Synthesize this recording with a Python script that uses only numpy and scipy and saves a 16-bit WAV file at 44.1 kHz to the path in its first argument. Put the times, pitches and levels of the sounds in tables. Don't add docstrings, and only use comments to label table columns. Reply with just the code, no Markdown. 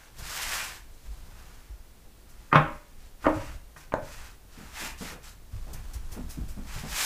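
import sys
import numpy as np
from scipy import signal
from scipy.fft import rfft, irfft, next_fast_len
from scipy.io import wavfile
from scipy.ndimage import uniform_filter1d, minimum_filter1d, map_coordinates

SR = 44100
rng = np.random.default_rng(int(sys.argv[2]) if len(sys.argv) > 2 else 0)


def int16_out(signal):
    q = np.round(np.clip(np.atleast_2d(signal).T, -1, 1) * 32767)
    wavfile.write(sys.argv[1], SR, q.astype(np.int16))


N = 310905

# start in seconds, rise in seconds, clack level in dB, pitch in Hz above
# which the clack is dulled, crack level in dB, thud level in dB, pin level in dB, centre of the pin's
# ringing in Hz, its width in octaves, share of the full ringing time (1 is the longest).
KNOCKS = [(2.514, 0.0081, -44, 1700, -74, -65, -31.5, 1590, 0.37, 0.82),
          (2.528, 0.00027, -21, 3200, -45, -30, -27.5, 1440, 0.37, 0.77),
          (2.5456, 0.0015, -23.5, 3380, -65, -42, -46, 1600, 0.79, 0.46),
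          (2.5558, 0.00045, -15.5, 3150, -38, -19.5, -22.5, 500, 0.47, 0.79),
          (3.241, 0.0047, -32.5, 2000, -65, -66, -36, 1100, 1.2, 0.39),
          (3.253, 0.0026, -28, 1900, -54, -53, -31.5, 750, 1.7, 1),
          (3.2656, 0.00044, -26, 1550, -36, -41.5, -19, 430, 1.22, 0.64),
          (3.762, 0.0041, -47.5, 4000, -65, -54, -51, 1860, 0.35, 0.27),
          (3.9214, .0002, -41, 2700, -61, -58, -57, 900, 1.1, 0.47),
          (3.9394, 0.00013, -36, 1290, -38.5, -55, -28.5, 739, 0.27, 0.24)]
# pitch in Hz, relative level in dB.
PIN_TONES = [(102, 5), (280, -1), (307, 2.5), (557, 0), (598, 0), (630, -5), (760, -16.5), (856, -6),
             (910, -4), (968, -1), (1115, -18.5), (1243, -5.5), (1390, -16.5), (1455, -12.5), (1550, -11.5),
             (1860, -11.5), (2040, -18.5), (2460, -9)]
# pitch in Hz, relative level in dB, full ringing time in seconds.
BOARD_TONES = [(310.7, -8, 0.36), (372, -4.5, 0.097), (447.8, -6, 0.29), (534, -18, 0.077), (595, -2, .15),
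               (820, -6, .14), (959, -8.5, 0.39), (1053, -1.5, 0.11), (1210, -0.5, 0.063), (1205, 5, 0.066),
               (1360, -17, 0.063), (1440, -5.5, 0.08), (1453, 0, 0.14), (1853, -5.5, 0.092),
               (2010, -18.5, 0.088), (2480, -7.5, 0.094), (3094, -8.5, .09)]
THUD_TONES = [(154.6, 2.5, 0.13), (165.7, -11, 0.1), (211, -10, 0.072), (236, -10, 0.145),
              (58.6, -10.5, .45)]
# fastest moment in seconds, seconds of speeding up,
# seconds of slowing down, strength in dB, dB added to that strength for the fizz.
PUSHES = [(.03, 0.18, 0.13, -55.5, -5), (.48, 0.38, 0.38, -37.5, 0), (.52, 0.018, .13, -36, -9),
          (1.1, 0.57, 0.36, -69, 3.5), (1.45, 0.33, 0.47, -59, -6), (2.42, .2, 0.78, -63, -3.5),
          (3.03, .08, .12, -62, -1), (3.24, .06, 0.081, -52, -7), (3.39, 0.12, 0.24, -46, -12),
          (3.79, 0.041, 0.12, -57, -1.5), (4.12, 0.14, 0.071, -51, -1), (4.23, 0.27, .15, -50.5, -4),
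          (4.65, 0.22, 0.19, -52.5, -4.5), (4.831, .14, 0.13, -38.5, -3.5), (5.021, 0.056, 0.063, -49.5, 4),
          (5.09, 0.11, 0.083, -42.5, -3.5), (5.26, 0.053, 0.11, -52.5, 2), (6.762, .15, 0.23, -45, -2),
          (7.02, .18, 0.305, -34.5, 2.5)]
# start in seconds, seconds at even speed, rumble level in dB, rub level in dB.
ROLLS = [(0.177, 0.524, -46.5, -59), (1.036, .52, -46, -62), (2.528, 0.23, -44, -62.5),
         (3.217, 0.31, -41, -56.5), (3.976, .32, -44.5, -65), (4.505, 0.56, -49.5, -64),
         (5.507, 1.42, -38.5, -58.5)]
# start in seconds, level in dB, rough length in seconds.
FLAPS = [(0.182, -48, 0.029), (2.29, -59, .04), (3.762, -58, .05), (5.73, -43, 0.021), (5.932, -46, 0.0277),
         (6.115, -46, 0.039), (6.291, -45.5, .05), (6.479, -51, 0.042)]
# start in seconds, level in dB, rough pitch in Hz,
# level of the dough's slap in dB.
THUMPS = [(.18, -46, 150, -56), (1.08, -36, 45.4, -74), (1.693, -39, 61, -64), (3.351, -32, 97, -68),
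          (4.02, -44, 115, -68), (4.572, -46, 250, -57), (4.799, -47, 305, -50), (5.003, -38, 247, -43),
          (5.096, -50, 189, -50), (5.532, -36.5, 92, -75), (5.662, -50.5, 203, -51.5),
          (5.739, -44, 135, -62), (5.947, -31.5, 71, -59), (6.116, -41.5, 92, -54),
          (6.164, -36.5, 262, -46.5), (6.371, -36, 251, -58), (6.40, -31.5, 79, -57),
          (6.566, -40, 222, -51.5), (6.755, -37.5, 132, -54.5), (6.828, -38.5, 248, -45.5)]

# frequency in Hz, relative level in dB.
CLACK_COLOUR = [(60, -17.5), (230, -3), (700, 2), (1200, 7), (2000, 0), (3000, -8), (4000, -17),
                (7000, -25), (15000, -11)]
CRACK_COLOUR = [(300, 17), (1200, 5.5), (6300, -3.5), (8000, -16.5), (11000, -26.5), (15000, -29.5)]
RUB_COLOUR = [(100, -20), (300, -16), (520, -11.5), (850, -2.5), (1200, -2), (1600, -1.5), (2600, -6),
              (3600, -15.5), (6000, -14.5), (15000, -41)]
RASP_COLOUR = [(500, -31.5), (1100, -19), (1500, 0.5), (2100, 5), (2800, 0), (3600, -7.5), (8000, -37)]
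FIZZ_COLOUR = [(1000, -19), (3000, -1.5), (4800, -0.5), (7500, -1.5), (9500, -6.5), (12000, -6.5),
               (15500, -13.5)]
ROLL_COLOUR = [(100, -4.5), (250, 0), (500, -2), (1000, 0), (1600, -4), (3000, -11), (6000, -13),
               (15000, -18.5)]
SLAP_COLOUR = [(150, -8), (400, 1.5), (650, -2), (1100, -8.5), (1800, -16), (4000, -32), (10000, -45)]
TREMBLE_COLOUR = [(8, -12), (20, 3.5), (35, -7), (58, -5), (80, -14.5), (120, -21), (200, -27),
                  (400, -49.5), (1000, -75.5)]
HISS_COLOUR = [(30, -5.5), (150, -5), (300, -5), (600, -9), (1200, -13.5), (2500, -17), (6000, -19),
               (15500, -21)]
# frequency in Hz, seconds it takes to fade by 60 dB.
ECHO_TIMES = [(100, 0.31), (500, 0.4), (1200, 0.36), (2700, 0.41), (5000, 0.21), (12000, 0.28)]


def knocks():
    out, t = np.zeros(N), np.arange(SR // 2) / SR
    for start, rise, clack_db, dull_hz, crack_db, thud_db, pin_db, centre_hz, width, share in KNOCKS:
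        clack_fade = fade(t, 0.19 * share) + 1.27 * fade(t, 0.032)
        burst = rng.standard_normal(len(t)) * clack_fade
        board_tones = [(hz, db, seconds * share) for hz, db, seconds in BOARD_TONES]
        board = ring(board_tones, t, flip_chance=0.45, scatter_db=0.5)
        wood = unit_blow(coloured(burst, CLACK_COLOUR)) + amp(-4) * unit_blow(board)
        clack = unit_blow(signal.lfilter(*signal.butter(2, dull_hz, fs=SR), wood))
        contact = rng.standard_normal(len(t)) * fade(t, 0.0045)
        crack = unit_blow(coloured(contact, CRACK_COLOUR))
        free_tones = [(hz, db - 6 * (np.log2(hz / centre_hz) / width) ** 2, 0.26 * share)
                      for hz, db in PIN_TONES]
        pin = unit_blow(ring(free_tones, t, flip_chance=0, scatter_db=1))
        top = ring(THUD_TONES, t, flip_chance=0, scatter_db=1)
        thud = unit_blow(signal.lfilter(*signal.butter(2, 85, 'high', fs=SR), top))
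        blow = amp(clack_db) * clack + amp(crack_db) * crack + amp(pin_db) * pin - amp(thud_db) * thud
        add(out, start, blow * (1 - np.exp(-t / rise)))
    return out


def rubbing_dough():
    def pin_boost(hz):
        return 7 + 0.5 * sum(1 / (1 + ((hz - tone_hz) / 12) ** 2) for tone_hz, _ in PIN_TONES)

    rub = unit(filtered(friction(RUB_COLOUR, slips_per_second=9000, flutter_db=-0.04), pin_boost))
    rasp = unit(filtered(friction(RASP_COLOUR, slips_per_second=2000, flutter_db=3), pin_boost))
    fizz = friction(FIZZ_COLOUR, slips_per_second=22000, flutter_db=1.38)
    roll = friction(ROLL_COLOUR, slips_per_second=5000, flutter_db=2.5)
    push_level, push_fizz = push_levels()
    _, roll_level = roll_levels()
    effort = (push_level / amp(-34.5)) ** 0.65
    return (amp(-2.5) * np.hypot(push_level, edge_drag_level()) * rub
            + amp(-2) * effort * push_level * rasp
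            + roll_level * roll
            + np.hypot(push_fizz, amp(-5.5) * roll_level) * fizz)


def friction(colour, slips_per_second, flutter_db):
    sizes = np.sqrt(rng.exponential(size=N)) * rng.standard_normal(N)
    slips = sizes * (rng.random(N) < slips_per_second / SR)
    return unit(coloured(slips, colour) * amp(flutter_db * wobble(45)))


def push_levels():
    t, rub, fizz = np.arange(N) / SR, np.zeros(N), np.zeros(N)
    for fastest, rise, fall, db, fizz_db in PUSHES:
        phase = np.clip((t - fastest) / np.where(t < fastest, rise, fall), -1, 1)
        speed = np.abs(np.cos(np.pi / 2 * phase))
        push = amp(db) * speed ** 1.81
        rub, fizz = np.hypot(rub, push), np.hypot(fizz, amp(fizz_db) * push)
    return rub, fizz


def roll_levels(set_off_seconds=0.019, stop_seconds=0.066):
    t, rumble, rub = np.arange(N) / SR, np.zeros(N), np.zeros(N)
    for start, length, rumble_db, rub_db in ROLLS:
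        speed = np.interp(t - start, np.cumsum([0, set_off_seconds, length, stop_seconds]), [0, 1, 1, 0])
        rumble += amp(rumble_db) * speed
        rub += amp(rub_db) * speed
    return rumble, rub


def thumps():
    out, t = np.zeros(N), np.arange(SR // 3) / SR
    for start, db, pitch_hz, slap_db in THUMPS:
        seconds = 0.046 * 2 ** ((-37.5 - db) / 15)
        press = swell(t, seconds)
        cushion = lambda hz: (hz / pitch_hz) ** 1.06 / (1 + (hz / pitch_hz) ** 12) ** 0.5
        low_noise = filtered(rng.standard_normal(len(t)), cushion)
        thump = unit(low_noise * press) * np.sqrt(np.mean(press ** 2))
        slap = coloured(rng.standard_normal(len(t)), SLAP_COLOUR) * press
        add(out, start, amp(db) * thump + amp(slap_db) * slap)
    return out


def edge_flaps():
    touch, t = np.zeros(N), np.arange(SR // 3) / SR
    for start, db, length in FLAPS:
        add(touch, start, amp(db) * swell(t, length))
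    swish_colour = [(500, -17.5), (3500, -11.5), (5500, -4), (9000, -6.5), (15500, -10)]
    return touch * coloured(rng.standard_normal(N), swish_colour)


def edge_drag_level():
    rub, t = np.zeros(N), np.arange(SR // 3) / SR
    for start, db, _ in FLAPS:
        add(rub, start, amp(db - 8.5) * swell(t, seconds=0.079))
    return rub


def kitchen_echo(sound):
    hz, t, noise = signal.stft(rng.standard_normal(SR // 2), SR, nperseg=256)
    _, tail = signal.istft(noise * fade(t, look_up(ECHO_TIMES, hz)[:, None]), SR, nperseg=256)
    tail = np.pad(tail / np.linalg.norm(tail), (SR // 200, 0))
    return signal.fftconvolve(sound, tail)[:N]


def background(resting_db=-49, hiss_db=-58.5):
    rumble_level, _ = roll_levels()
    tremble = unit(coloured(rng.standard_normal(N), TREMBLE_COLOUR) * amp(1.74 * wobble(9)))
    hiss = coloured(rng.standard_normal(N), HISS_COLOUR)
    return np.hypot(amp(resting_db), rumble_level) * tremble + amp(hiss_db) * hiss


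def ring(tones, t, flip_chance, scatter_db):
    out = np.zeros(len(t))
    for hz, db, seconds in tones:
        direction = np.sign(rng.random() - flip_chance)
        strength = amp(db + scatter_db * rng.standard_normal())
        out += direction * strength * np.sin(2 * np.pi * hz * t) * fade(t, seconds)
    return out


def fade(t, seconds):
    return amp(-60 * t / seconds)


def swell(t, seconds):
    progress = 3 * t / seconds
    return progress * np.exp(1 - progress)


def wobble(rate):
    return map_coordinates(rng.standard_normal(int(N * rate / SR) + 4), [np.arange(N) * rate / SR])


def amp(db):
    return 10 ** (np.asarray(db) / 20)


def unit(sound):
    return sound / np.sqrt(np.mean(sound ** 2) + 1e-20)


def unit_blow(sound):
    return sound / np.sqrt(np.mean(sound[:SR // 30] ** 2) + 1e-20)


def look_up(table, hz):
    row_hz, values = np.transpose(table)
    return np.interp(np.log(hz + 1), np.log(row_hz + 1), values)


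def filtered(sound, gain_at):
    size = next_fast_len(len(sound) + SR // 4)
    hz = np.fft.rfftfreq(size, 1 / SR)
    return irfft(rfft(sound, size) * gain_at(hz), size)[:len(sound)]


def coloured(sound, colour):
    return unit(filtered(sound, lambda hz: amp(look_up(colour, hz))))


def add(track, start, sound):
    part = track[round(start * SR):][:len(sound)]
    part += sound[:len(part)]


def scene():
    wood = knocks()
    dough = rubbing_dough() + edge_flaps() + thumps()
    return wood + amp(-6) * kitchen_echo(wood) + dough + amp(-6.5) * kitchen_echo(dough) + background()


def record(dry):
    ceiling, top_hz = 0.85, 15500
    needed_gain = np.minimum(1, ceiling / (np.abs(dry) + 1e-9))
    smooth_gain = uniform_filter1d(minimum_filter1d(needed_gain, size=265), size=131)
    return filtered(dry * smooth_gain, lambda hz: hz < top_hz)


dry = scene()
out = record(dry)
int16_out(out)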